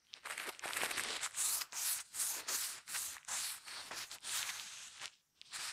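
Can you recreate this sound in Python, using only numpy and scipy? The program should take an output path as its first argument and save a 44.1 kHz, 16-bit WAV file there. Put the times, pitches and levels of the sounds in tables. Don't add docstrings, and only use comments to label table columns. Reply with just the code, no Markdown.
import sys
import numpy as np
from scipy import signal
from scipy.io import wavfile
from scipy.ndimage import uniform_filter1d, map_coordinates

SR = 44100
rng = np.random.default_rng(int(sys.argv[2]) if len(sys.argv) > 2 else 0)


def convert_level_to_amplitude(level_db):
    exponent = np.asarray(level_db, float) / 20
    return 10 ** exponent


def master_out(mix):
    frames = np.transpose(np.atleast_2d(mix))
    ceiling = np.clip(frames, -1, 1)
    pcm = np.round(ceiling * 32767).astype(np.int16)
    wavfile.write(sys.argv[1], SR, pcm)


N = 252252


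def unit(x):
    return x / np.sqrt(np.mean(x ** 2) + 1e-20)


def along(points, hz):
    f, db = np.transpose(points)
    return np.interp(np.log(hz + 1), np.log(f + 1), db, left=-120, right=-120)


def steady(points):
    return lambda hz, t: along(points, hz) + 0 * t


def wobble(rate):
    knots = rng.standard_normal(int(N * rate / SR) + 4)
    return map_coordinates(knots, [np.arange(N) * rate / SR])


def slips(jerk_db, clump_db):
    size_db = jerk_db * wobble(900) + clump_db * wobble(70)
    return unit(rng.standard_normal(N) * convert_level_to_amplitude(size_db))


def tears(rate, size_db):
    lets_go = rng.random(N) < rate / SR
    return lets_go * rng.uniform(-0.98, 1, N) * convert_level_to_amplitude(size_db)


def shaped(x, gain_db, patchy_db):
    hz, t, z = signal.stft(x, SR, nperseg=512)
    patches = rng.standard_normal(z.shape)
    for axis in (0, 1):
        patches = uniform_filter1d(patches, size=14, axis=axis)
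    gain = convert_level_to_amplitude(gain_db(hz[:, None], t) + patchy_db * unit(patches))
    gain = gain / np.sqrt(np.mean(gain ** 2, axis=0))
    return signal.istft(z * gain, SR, nperseg=512)[1][:N]


def bumps(rows, sudden=1):
    t = np.arange(0, N / SR, .001)
    s, length, *layers = np.transpose(rows)[..., None]
    bump = np.exp(-(2 * (t - s) / length * np.where(t < s, sudden, 1)) ** 2)
    return [np.interp(np.arange(N) / SR, t, np.sum(db * bump, axis=0)) for db in layers]


# frequency in Hz, density in dB per Hz.
AIR = [(28, -38), (84, 3.5), (274, -1.5), (500, -8.5), (4600, -12), (5750, 1), (7000, -11), (15700, -15)]


def air():
    return convert_level_to_amplitude(-79.5 + 0.8 * wobble(4.6)) * shaped(rng.standard_normal(N), steady(AIR), patchy_db=-2.5)


# frequency in Hz, density in dB per Hz.
RUMBLE = [(28, -36), (45, -11), (80, 1), (150, -5), (240, -4), (330, -27.5)]
DRUM = [(170, -35.5), (250, -3), (350, 4), (520, -0.5), (750, -5)]
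# centre in seconds, length in seconds, extra rumble in dB, extra drum in dB.
LEANS = [(.48, 0.052, 3, 12), (1.1, 0.51, 1, 4), (1.28, 0.16, -2, -26), (1.58, 0.7, 1.5, 7),
         (2.38, 0.11, -2, 14), (2.51, 0.16, 2, 19), (2.74, 0.1, -2, 7.5), (2.95, 0.26, 4.5, 4),
         (3.36, 0.23, 7, -11), (3.79, 0.17, 1, 13), (3.94, 0.19, 8, 13), (4.14, 0.2, 6, 8),
         (4.66, 0.036, 13, 1), (5.04, 0.13, 4, 9.5), (5.61, 0.065, 4, 9)]


def plate(press_db, held):
    lean_db, push_db = bumps(LEANS)
    harder_db = press_db + 51
    rumble_db = -73 + 0.73 * harder_db + lean_db
    drum_db = -75 + 0.99 * harder_db + 10 * held + push_db + 0.5 * bumps(CRUNCHES)[0]
    rumble = convert_level_to_amplitude(rumble_db) * shaped(rng.standard_normal(N), steady(RUMBLE), patchy_db=-13.0)
    return rumble + convert_level_to_amplitude(drum_db) * shaped(slips(2, 2.2), steady(DRUM), patchy_db=3)


# frequency in Hz, density in dB per Hz.
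BELLY = [(380, -32), (550, -6.5), (950, 5), (1400, -14)]
# centre in seconds, length in seconds, extra level in dB.
SCRAPES = [(.31, 0.071, 16), (.5, 0.027, 24), (.66, 0.12, 15), (.83, 0.055, 5), (1.55, 0.08, 11),
           (1.75, 0.33, 14), (2.33, 0.22, 12), (2.49, 0.062, 15), (3.32, 0.11, 23), (3.8, 0.17, 14.5),
           (3.92, 0.036, 22), (4.15, 0.17, 10), (5.6, 0.071, 7)]


def scrape(press_db):
    level_db = press_db - 19 + bumps(SCRAPES)[0]
    return convert_level_to_amplitude(level_db) * shaped(slips(1.1, 0.5), steady(BELLY), patchy_db=-0.5)


# centre in seconds, length in seconds,
# pitch in Hz, level in dB.
CAVITIES = [(1.483, .12, 4130, -48.5), (1.51, 0.28, 1250, -56), (2.072, .06, 8800, -69),
            (2.1, .09, 1500, -76.5), (2.45, 0.099, 8950, -71), (2.44, 0.054, 4500, -64),
            (3.34, 0.091, 7360, -51), (3.776, 0.28, 8950, -63), (3.75, 0.19, 4420, -55.5),
            (4.676, 0.27, 7970, -61), (4.8, 0.22, 10940, -71), (0.113, 0.085, 3160, -72),
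            (2.3, .2, 1410, -62), (2.83, .07, 1410, -77)]


def cavities():
    q = 14
    hz, t, z = signal.stft(slips(1.5, 1.4), SR, nperseg=512)
    gain = 0
    for s, length, pitch_hz, db in CAVITIES:
        resonance = np.sqrt(SR * q / (np.pi * pitch_hz)) / (1 + (q * (hz[:, None] / pitch_hz - 1)) ** 2)
        gain = gain + convert_level_to_amplitude(db) * resonance * np.exp(-(2 * (t - s) / length) ** 4)
    return signal.istft(z * gain, SR, nperseg=512)[1][:N]


# start in seconds, peak in dB, pitch in Hz.
TICKS = [(0.326, -43, 6500), (.3785, -29, 8800), (0.5937, -32, 6550), (.7335, -29.5, 5800),
         (0.768, -28, 8460), (.7712, -29.5, 8200), (1.0374, -28, 8300), (1.2345, -31, 10000),
         (1.31, -38.5, 8500), (2.99, -25, 8500), (3.0085, -30.5, 8000), (3.2493, -40, 7000),
         (3.681, -38.5, 7000), (4.2065, -48, 9000), (5.0568, -36, 9540), (2.2145, -27, 8500)]


def ticks():
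    out, t = np.zeros(N + SR), np.arange(100) / SR
    for (s, db, hz), turn in zip(TICKS, rng.random(len(TICKS))):
        u = t * hz / 1.3
        tick = np.sin(2 * np.pi * (hz * t + turn)) * u ** 2 * np.exp(2 - 2 * u)
        out[round(s * SR):][:len(t)] += convert_level_to_amplitude(db) * tick
    return out[:N]


TOUCHDOWN = 1.33
# start in seconds, peak in dB, pitch in Hz, crack in dB above the peak.
HAND_SNAPS = [(0.132, -29.5, 3180, -28), (0.1383, -17.5, 3640, -32), (0.049, -52, 3500, -20),
              (0.0687, -48, 3000, -20), (0.234, -42, 1490, -23), (0.2413, -44, 4000, -30),
              (0.2537, -27, 1380, -21), (0.327, -27, 1660, -22.5), (0.3982, -19.5, 2310, -15),
              (0.478, -32, 1410, -18), (0.548, -31, 2600, -11), (0.5943, -24.5, 2740, -7),
              (0.645, -40, 1360, -22), (0.6564, -28, 2360, -19), (0.679, -19, 2300, -5),
              (0.707, -20.5, 1360, -11), (0.733, -15, 3300, -13), (0.7663, -19, 1700, -13),
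              (0.816, -13.5, 2200, -22.5), (0.8342, -15, 1560, -7), (0.846, -17, 2540, -17.5),
              (0.8596, -20, 2280, -2), (0.995, -16, 1760, -28), (1.0363, -22, 3000, -18),
              (1.1543, -23, 3620, -12), (1.2052, -29, 2540, -17), (1.234, -34, 1290, -7.5),
              (0.2586, -26, 1360, -13), (0.271, -26, 1100, -17), (0.307, -20.5, 1620, -17),
              (0.313, -34, 1800, -13), (0.349, -34, 1800, -6), (0.4892, -33, 1500, -13),
              (0.495, -27, 1280, -9), (0.638, -34, 1350, -14), (0.9128, -19.5, 2150, -10.5),
              (0.973, -23, 1910, -11.5), (0.98, -16.5, 2120, -10), (1.193, -25, 2200, -21),
              (1.261, -20.5, 1270, -13), (1.273, -27.5, 1420, -20)]
PLATE_SNAPS = [(1.31, -36, 1700, -12), (1.346, -29, 1900, -13), (1.6115, -24, 2500, 0),
               (1.617, -47, 1820, -3), (2.1465, -43, 1500, -6), (2.4875, -31, 2010, -6),
               (2.879, -34.5, 2000, -1), (2.948, -27, 1620, -20), (2.958, -23, 2010, -19),
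               (2.962, -19.5, 2110, -20), (1.723, -25, 4430, -21), (1.73, -28, 1970, -12),
               (3.167, -28, 1290, -13), (3.181, -29.5, 2460, -28), (3.23, -38, 2300, -25),
               (3.249, -39, 2290, -15), (3.2845, -30, 1620, -6), (3.682, -28, 2220, -22),
               (3.91, -25.5, 1730, -17), (4.1145, -23, 4430, -19), (4.184, -36, 2530, -9),
               (4.2934, -19.5, 3340, -23), (4.4285, -15, 2800, -14), (4.491, -19, 2480, -21),
               (4.597, -19.5, 3230, -16), (4.965, -40, 2500, -10.5), (4.979, -36, 2000, -20),
               (4.9973, -28.5, 3090, -29), (5.0156, -28.5, 2300, -6), (5.031, -34, 1060, -20),
               (5.0277, -29.5, 2500, -18), (5.0428, -22.5, 2870, -16), (5.0566, -20.5, 2720, -6.5),
               (5.0784, -27, 3000, -28), (5.153, -42.5, 3500, -16), (5.4145, -24.5, 3300, -16),
               (5.4207, -41.5, 2500, -26)]
# start in seconds, peak in dB.
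THUMPS = [
    (0.657, -30),
    (0.834, -24),
    (1.73, -46),
    (3.912, -36),
]


def swelling_ring(t, hz, cycles, turn):
    u = t * hz / cycles
    return np.sin(2 * np.pi * (hz * t + turn)) * u ** 3 * np.exp(3 - 3 * u)


def snaps():
    out, t = np.zeros(N + SR), np.arange(400) / SR
    rows = HAND_SNAPS + PLATE_SNAPS
    chance = rng.random((len(rows), 5))
    rasps = signal.lfilter(*signal.butter(4, 6500, fs=SR), rng.standard_normal((len(rows), len(t))))
    for (s, db, hz, crack_db), c, rasp in zip(rows, chance, rasps):
        held = s < TOUCHDOWN
        snap = swelling_ring(t, hz, 0.98, c[0])
        snap += convert_level_to_amplitude(crack_db + 10.0 - 5 * held) * swelling_ring(t, 5300 + 1300 * c[1], 0.67, c[1])
        snap += convert_level_to_amplitude(crack_db - 19 - 2 * held) * swelling_ring(t, 8300 + 2000 * c[2], 0.87, c[3])
        snap += convert_level_to_amplitude(-10.5) * swelling_ring(t, 1.44 * hz, 2.0, c[4])
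        snap += convert_level_to_amplitude(-19 - 60 * t / 0.0044) * rasp
        snap = signal.lfilter(*signal.butter(3, [0.66 * hz, 10500], 'band', fs=SR), snap)
        out[round((s + .0004) * SR):][:len(t)] += convert_level_to_amplitude(db - 8.5) * snap
    for s, db in THUMPS:
        out[round(s * SR):][:len(t)] += convert_level_to_amplitude(db) * swelling_ring(t, 636, 0.46, 0.5)
    return out[:N]


def motions(rows, law, t):
    rise, fall, swell_db, follows, crease_db, crease_swell_db, crease_follows, *fine_db = law
    s, end, first_db, last_db, press_db = np.transpose(rows)[..., None]
    u = np.clip((t - s) / (end - s), 0, 1)
    edge = -rise * np.maximum(s - t, 0) - fall * np.maximum(t - end, 0)
    dull_edge = 0.79 * edge
    slide = (last_db - first_db) * (u - .5)
    arch = 4 * u * (1 - u)
    fizz = (first_db + last_db) / 2 + slide + swell_db * arch + edge
    body = press_db + follows * slide + dull_edge
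    crease = press_db + crease_db + crease_follows * slide + crease_swell_db * arch + dull_edge
    fine = fizz + np.interp(u, [0, 0.66, 1], fine_db)
    return np.sum(convert_level_to_amplitude([fizz, body, crease, fine]) ** 2, axis=1)


# start in seconds, end in seconds,
# fibre fizz in dB at the start, at the end, pressure in dB.
RUSTLES = [(0.0, .12, -91, -92, -83), (.15, .21, -74.5, -84, -68.5), (.53, .625, -65, -79, -65),
           (1.18, 1.22, -63, -65, -53.5), (1.3, 1.35, -71, -57, -63.5), (1.65, 1.7, -75, -80, -69.5),
           (2.04, 2.12, -68, -72, -70), (2.42, 2.47, -69, -73, -58), (2.81, 2.86, -68, -86, -72),
           (3.19, 3.27, -70, -79, -72), (3.61, 3.65, -64, -69, -65.5), (4.06, 4.1, -60, -62, -66),
           (5.075, 5.21, -68, -89, -78.5), (5.365, 5.43, -88, -80.5, -81), (5.46, 5.52, -76, -73, -65)]
# rise in dB/s, fall in dB/s, fizz swell in dB, share of the fizz slide in the
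# body, crease in dB over pressure, crease swell in dB, share of the fizz slide in the crease,
# fine hiss in dB over fizz at the start, at its top, at the end.
RUSTLING = (444, 455, 2, 0.81, -1, -2.5, 0.74, -17, -20, -32)
# time in seconds, opening in dB.
OPENING = [(0, -14), (.6, 5.5), (.95, -1.5), (1.04, -11), (1.1, -4), (1.35, -2), (1.55, 5.5), (2.38, 1),
           (2.5, 7), (2.75, 0.5), (3.33, 4), (3.5, -3.5), (3.8, 1), (4.05, 4), (4.6, -0.5), (4.78, -17.5),
           (5.0, -8.5), (5.6, -5.5)]


def effort(*kinds):
    t = np.arange(0, N / SR, .001)
    power = sum(motions(rows, law, t) for rows, law in (*kinds, (RUSTLES, RUSTLING)))
    opening_db = np.interp(t, *np.transpose(OPENING))
    db = 10 * np.log10(power + 1e-11) + np.outer([0, 0, -0.29, 1], opening_db)
    return [np.interp(np.arange(N) / SR, t, d) for d in db]


# frequency in Hz, density in dB per Hz.
FINE = [(8200, -56.5), (9800, -1), (12000, -1.5), (14000, -3.5), (15600, -7.5)]
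# time in seconds, resonance in Hz.
FINGERS = [(0, 11000), (1.0, 11000), (1.25, 9800), (1.42, 10200), (1.57, 11200), (1.78, 12500),
           (1.92, 10200), (2.2, 10800), (2.36, 12200), (2.5, 12700), (2.72, 10300), (2.95, 10800),
           (3.13, 12400), (3.32, 9900), (3.52, 11000), (4.3, 11300), (4.8, 11000), (5.6, 10300)]


def airy(tilt_db):
    def octaves_above(hz, edge_hz):
        return np.log2(np.maximum(hz, edge_hz) / edge_hz)

    def colour(hz, t):
        slit_hz = np.interp(t, *np.transpose(FINGERS))
        slit_db = 9 / (1 + ((hz - slit_hz) / 1700) ** 2)
        opening_db = 0.8 * np.interp(t, *np.transpose(OPENING))
        tilt = tilt_db * octaves_above(hz, 13200) + opening_db * octaves_above(hz, 11000)
        return along(FINE, hz) + slit_db + tilt

    return colour


def moving(points, t_grip, centre_hz, width_hz):
    def colour(hz, t):
        off = (hz - np.interp(t, t_grip, centre_hz)) / width_hz
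        return along(points, hz) - 10 * np.log10(0.028 + 1 - 1 / (1 + off ** 2))

    return colour


# frequency in Hz, density in dB per Hz.
FIZZ = [(4500, -32.5), (6200, 1), (9600, 0), (11000, -19.5)]
CREASE = [(1800, -27.5), (2600, -5), (5700, 1.5), (7500, -39.5)]
# time in seconds, resonance in Hz of the hollow under the hand, of the pockets.
GRIP = [(0, 8750, 4020), (1.0, 8440, 4010), (1.15, 7500, 3400), (1.55, 7850, 4400), (1.78, 6170, 4860),
        (1.92, 8000, 4170), (2.25, 8400, 4170), (2.5, 6440, 4480), (2.65, 8700, 4650), (3.0, 7960, 4170),
        (3.3, 7040, 4100), (3.5, 8700, 4330), (3.8, 8500, 4050), (4.0, 6500, 4650), (4.28, 8740, 3870),
        (4.5, 5800, 3850), (5.1, 6920, 3200), (5.6, 8000, 4260)]
# centre in seconds, length in seconds, extra wad and crease in dB, extra fizz in dB.
CRUNCHES = [(0.171, 0.024, 9.5, 8), (0.262, 0.018, 13, 10), (0.309, 0.025, 8, 10.5),
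            (0.325, 0.031, 5.5, 6.5), (0.379, 0.0053, 12, 10.5), (0.402, 0.021, 9.5, 6),
            (0.472, 0.0057, 1, 6), (0.494, 0.015, 8.5, 7), (0.644, 0.02, 5.5, 2.5), (0.658, 0.011, 2, 5.5),
            (0.774, 0.014, 5, 10), (0.823, 0.04, 4, 5), (0.855, 0.037, 1, 3), (0.914, 0.0084, 8, 14),
            (0.988, 0.04, -1.5, 3.5), (1.038, 0.0062, -1, 13), (1.261, 0.015, 4.5, 5.5),
            (1.276, 0.0042, 0, -2), (1.617, 0.014, 12, 6), (1.994, 0.01, 6, -13), (2.22, 0.057, 7.5, 5.5),
            (2.492, 0.036, 8, 3.5), (2.957, 0.036, 7, 2.5), (3.167, 0.02, 10, 4), (3.328, 0.063, 2.5, 3),
            (3.52, 0.0099, 0, 6), (3.918, 0.0096, 4, 8), (4.5, 0.018, 7, 3), (5.044, 0.034, 1.5, -6)]
# centre in seconds, length in seconds, extra crease in dB, extra wad in dB.
POCKETS = [(.3, 0.2, -1.5, 3.5), (.45, 0.079, 5, 5), (.95, 0.055, 4, -4.5), (1.02, 0.11, 3.5, 0.5),
           (1.12, 0.092, 7, -1.5), (1.25, 0.04, 6, -0.5), (1.46, 0.059, 2, -2), (1.58, 0.12, 2, -7.5),
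           (1.79, 0.1, 5.5, 1), (1.89, 0.095, 8, 5.5), (2.09, 0.07, 7, -8), (2.2, 0.24, -4.5, -7),
           (2.3, 0.06, 1, -1.5), (2.54, 0.056, 5, 5), (2.64, 0.048, 6.5, 2), (2.75, 0.079, 1, -3),
           (2.955, 0.02, 0, 6.5), (3.1, 0.28, -2.5, -4.5), (3.167, 0.017, -15, -3), (3.21, 0.079, -3, 6),
           (3.33, 0.096, -1, 5.5), (3.45, 0.18, 6, 4), (3.6, 0.11, 1, -3), (3.77, 0.11, 4.5, 3),
           (4.0, 0.033, 0.5, 4.5), (4.22, 0.13, 1.5, -7.5), (4.4, 0.15, 2, 1), (4.7, 0.1, 2, 2),
           (4.9, 0.15, -1, -4.5), (5.035, 0.06, -4, 4.5), (5.135, 0.03, 12, 2), (5.18, .06, 10.5, -2),
           (5.38, 0.056, 7, -4), (5.48, 0.1, 3.5, -14.5), (5.6, 0.23, -0.5, 2.5)]
# centre in seconds, length in seconds, extra fizz in dB, extra fine hiss in dB.
PALM = [(.05, .12, 1, -8), (.28, 0.042, 4, 11), (.43, 0.076, 2, 2), (.68, 0.081, 2.5, -3),
        (.75, 0.048, 6, 3), (.95, .03, -3, -15), (1.01, 0.071, 0.5, 8), (1.12, 0.092, 2, -5),
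        (1.25, .05, 2, -4), (1.42, 0.15, 4, 3), (1.675, 0.035, 1, 3), (1.8, 0.067, 1, 2),
        (1.97, 0.053, -3, -4), (2.08, 0.043, 2, 7), (2.3, 0.1, 1, 1.5), (2.54, .08, 3, 7),
        (2.68, 0.067, 1.5, -6), (2.92, 0.094, -1, 4), (3.1, .08, 4, -3), (3.36, 0.11, 0, -2),
        (3.56, 0.12, -0.5, 10), (3.63, .04, -2, 6), (3.78, 0.2, -1.5, -7), (4.0, 0.042, 0.5, -8),
        (4.14, .05, -5, -9), (4.28, 0.2, 4.5, -4), (4.55, .12, -0.5, -3), (4.8, 0.13, -1, -3),
        (4.95, .06, -2.5, -11), (5.12, .06, 1, 1), (5.47, .05, 3.5, 1), (5.55, 0.043, 7, 13),
        (4.08, 0.071, -2.5, 8)]


def towel(levels, wad, rub, tear_rate, tear_db, patchy_db, width_hz, tilt_db):
    fizz_db, body_db, crease_db, fine_db = levels
    t_grip, hollow_hz, pocket_hz = np.transpose(GRIP)
    low_db, high_db = bumps(CRUNCHES, sudden=0.97)
    pocket_db, wad_db = bumps(POCKETS)
    lift_db, slit_db = bumps(PALM)

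    def part(db, colour, dull_db):
        friction = unit(rub + tears(tear_rate, tear_db - dull_db))
        return convert_level_to_amplitude(db) * shaped(friction, colour, patchy_db)

    hollow = moving(FIZZ, t_grip, hollow_hz, width_hz)
    pockets = moving(CREASE, t_grip, pocket_hz, 0.8 * width_hz)
    high = part(fizz_db + lift_db, hollow, dull_db=-2.5)
    high += part(fine_db + slit_db, airy(tilt_db), dull_db=1)
    low = part(body_db + wad_db, steady(wad), dull_db=1.5)
    low += part(crease_db + pocket_db, pockets, dull_db=-2.5)
    return convert_level_to_amplitude(low_db) * low + convert_level_to_amplitude(high_db) * high


# frequency in Hz, density in dB per Hz.
WAD_SQUEEZED = [(380, -8), (600, -1.5), (1000, 0), (1300, 4), (2200, 4.5), (3200, -5.5), (4200, -30.5)]
# start in seconds, end in seconds,
# fibre fizz in dB at the start, at the end, pressure in dB.
SQUEEZES = [
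    (.256, .44, -64.5, -58, -55.5),
    (.474, .505, -54.5, -61, -52),
    (.645, .77, -56, -58, -47.5),
    (.785, .925, -50, -53.5, -44.5),
    (.935, .96, -56.5, -54.5, -46.5),
    (.977, 1.04, -45, -55, -44),
    (1.05, 1.17, -51, -53.5, -45.5),
    (1.235, 1.27, -43, -50.5, -47),
]
SQUEEZING = (661, 600, 1, 1.02, -7.5, 0, 0.55, -6.5, -3.5, -1.5)


def squeeze(levels):
    rub = slips(3.0, 1.14) + tears(60, 12)
    return towel(levels, WAD_SQUEEZED, rub, tear_rate=350, tear_db=13.0, patchy_db=1.5,
                 width_hz=4900, tilt_db=-40)


# frequency in Hz, density in dB per Hz.
WAD_WIPED = [(380, -29), (600, -11), (900, -4), (1300, 1.5), (1700, 2), (2600, -3), (4200, -21)]
# start in seconds,
# end in seconds, fibre fizz in dB at the start, at the end, pressure in dB.
PUSHES = [
    (1.38, 1.625, -43.5, -52, -51),
    (2.152, 2.4, -47.5, -51, -51),
    (2.895, 3.155, -49, -57, -53),
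    (4.25, 4.44, -55, -49.5, -48.5),
    (5.012, 5.058, -59, -57, -56),
    (5.535, 5.71, -59, -52.5, -51.5),
]
PULLS = [
    (1.732, 2.007, -50.5, -44.5, -54.5),
    (2.487, 2.785, -46.5, -57.5, -53),
    (3.287, 3.58, -48, -56, -55.5),
    (3.915, 4.04, -65, -53.5, -52),
    (4.115, 4.165, -49.5, -60.5, -54.5),
]
DRAGS = [
    (3.675, 3.89, -55.5, -60, -56),
    (4.455, 4.625, -49, -54, -52.5),
    (4.635, 4.88, -57.5, -54, -60),
    (4.9, 4.98, -61, -60, -62.5),
]
PUSHING = (639, 564, 7, 0, -1.5, 4, 0.1, -10.5, -3, -8)
PULLING = (1200, 800, 6.5, 0, -3, 6.5, 0.85, -20, 1, -15)
DRAGGING = (600, 598, 1, 1.03, -1, 0.2, -0.2, -6, -7, -4.5)


def wipe(levels):
    rub = slips(0.81, 1.0) + tears(25, 13)
    return towel(levels, WAD_WIPED, rub, tear_rate=150, tear_db=14.0, patchy_db=1.6,
                 width_hz=6800, tilt_db=11.5)


def scene():
    held = effort((SQUEEZES, SQUEEZING))
    wiped = effort((PUSHES, PUSHING), (PULLS, PULLING), (DRAGS, DRAGGING))
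    landed = np.clip((np.arange(N) / SR - TOUCHDOWN) / .01, 0, 1)
    in_hands = 1 - landed
    rubbing = squeeze(held) * in_hands + wipe(wiped) * landed
    crack = snaps()
    bounce = convert_level_to_amplitude(-33.0) * np.pad(crack, (35, 0))[:N]
    press_db = held[1] * in_hands + wiped[1] * landed
    shake = plate(press_db, in_hands) + scrape(press_db)
    return (rubbing + crack + bounce + shake + air() + ticks() + cavities())[None]


def band_limit(x):
    return signal.sosfilt(signal.butter(12, 15710, fs=SR, output="sos"), x)


def record(dry):
    return band_limit(dry)


dry = scene()
out = record(dry)
master_out(out)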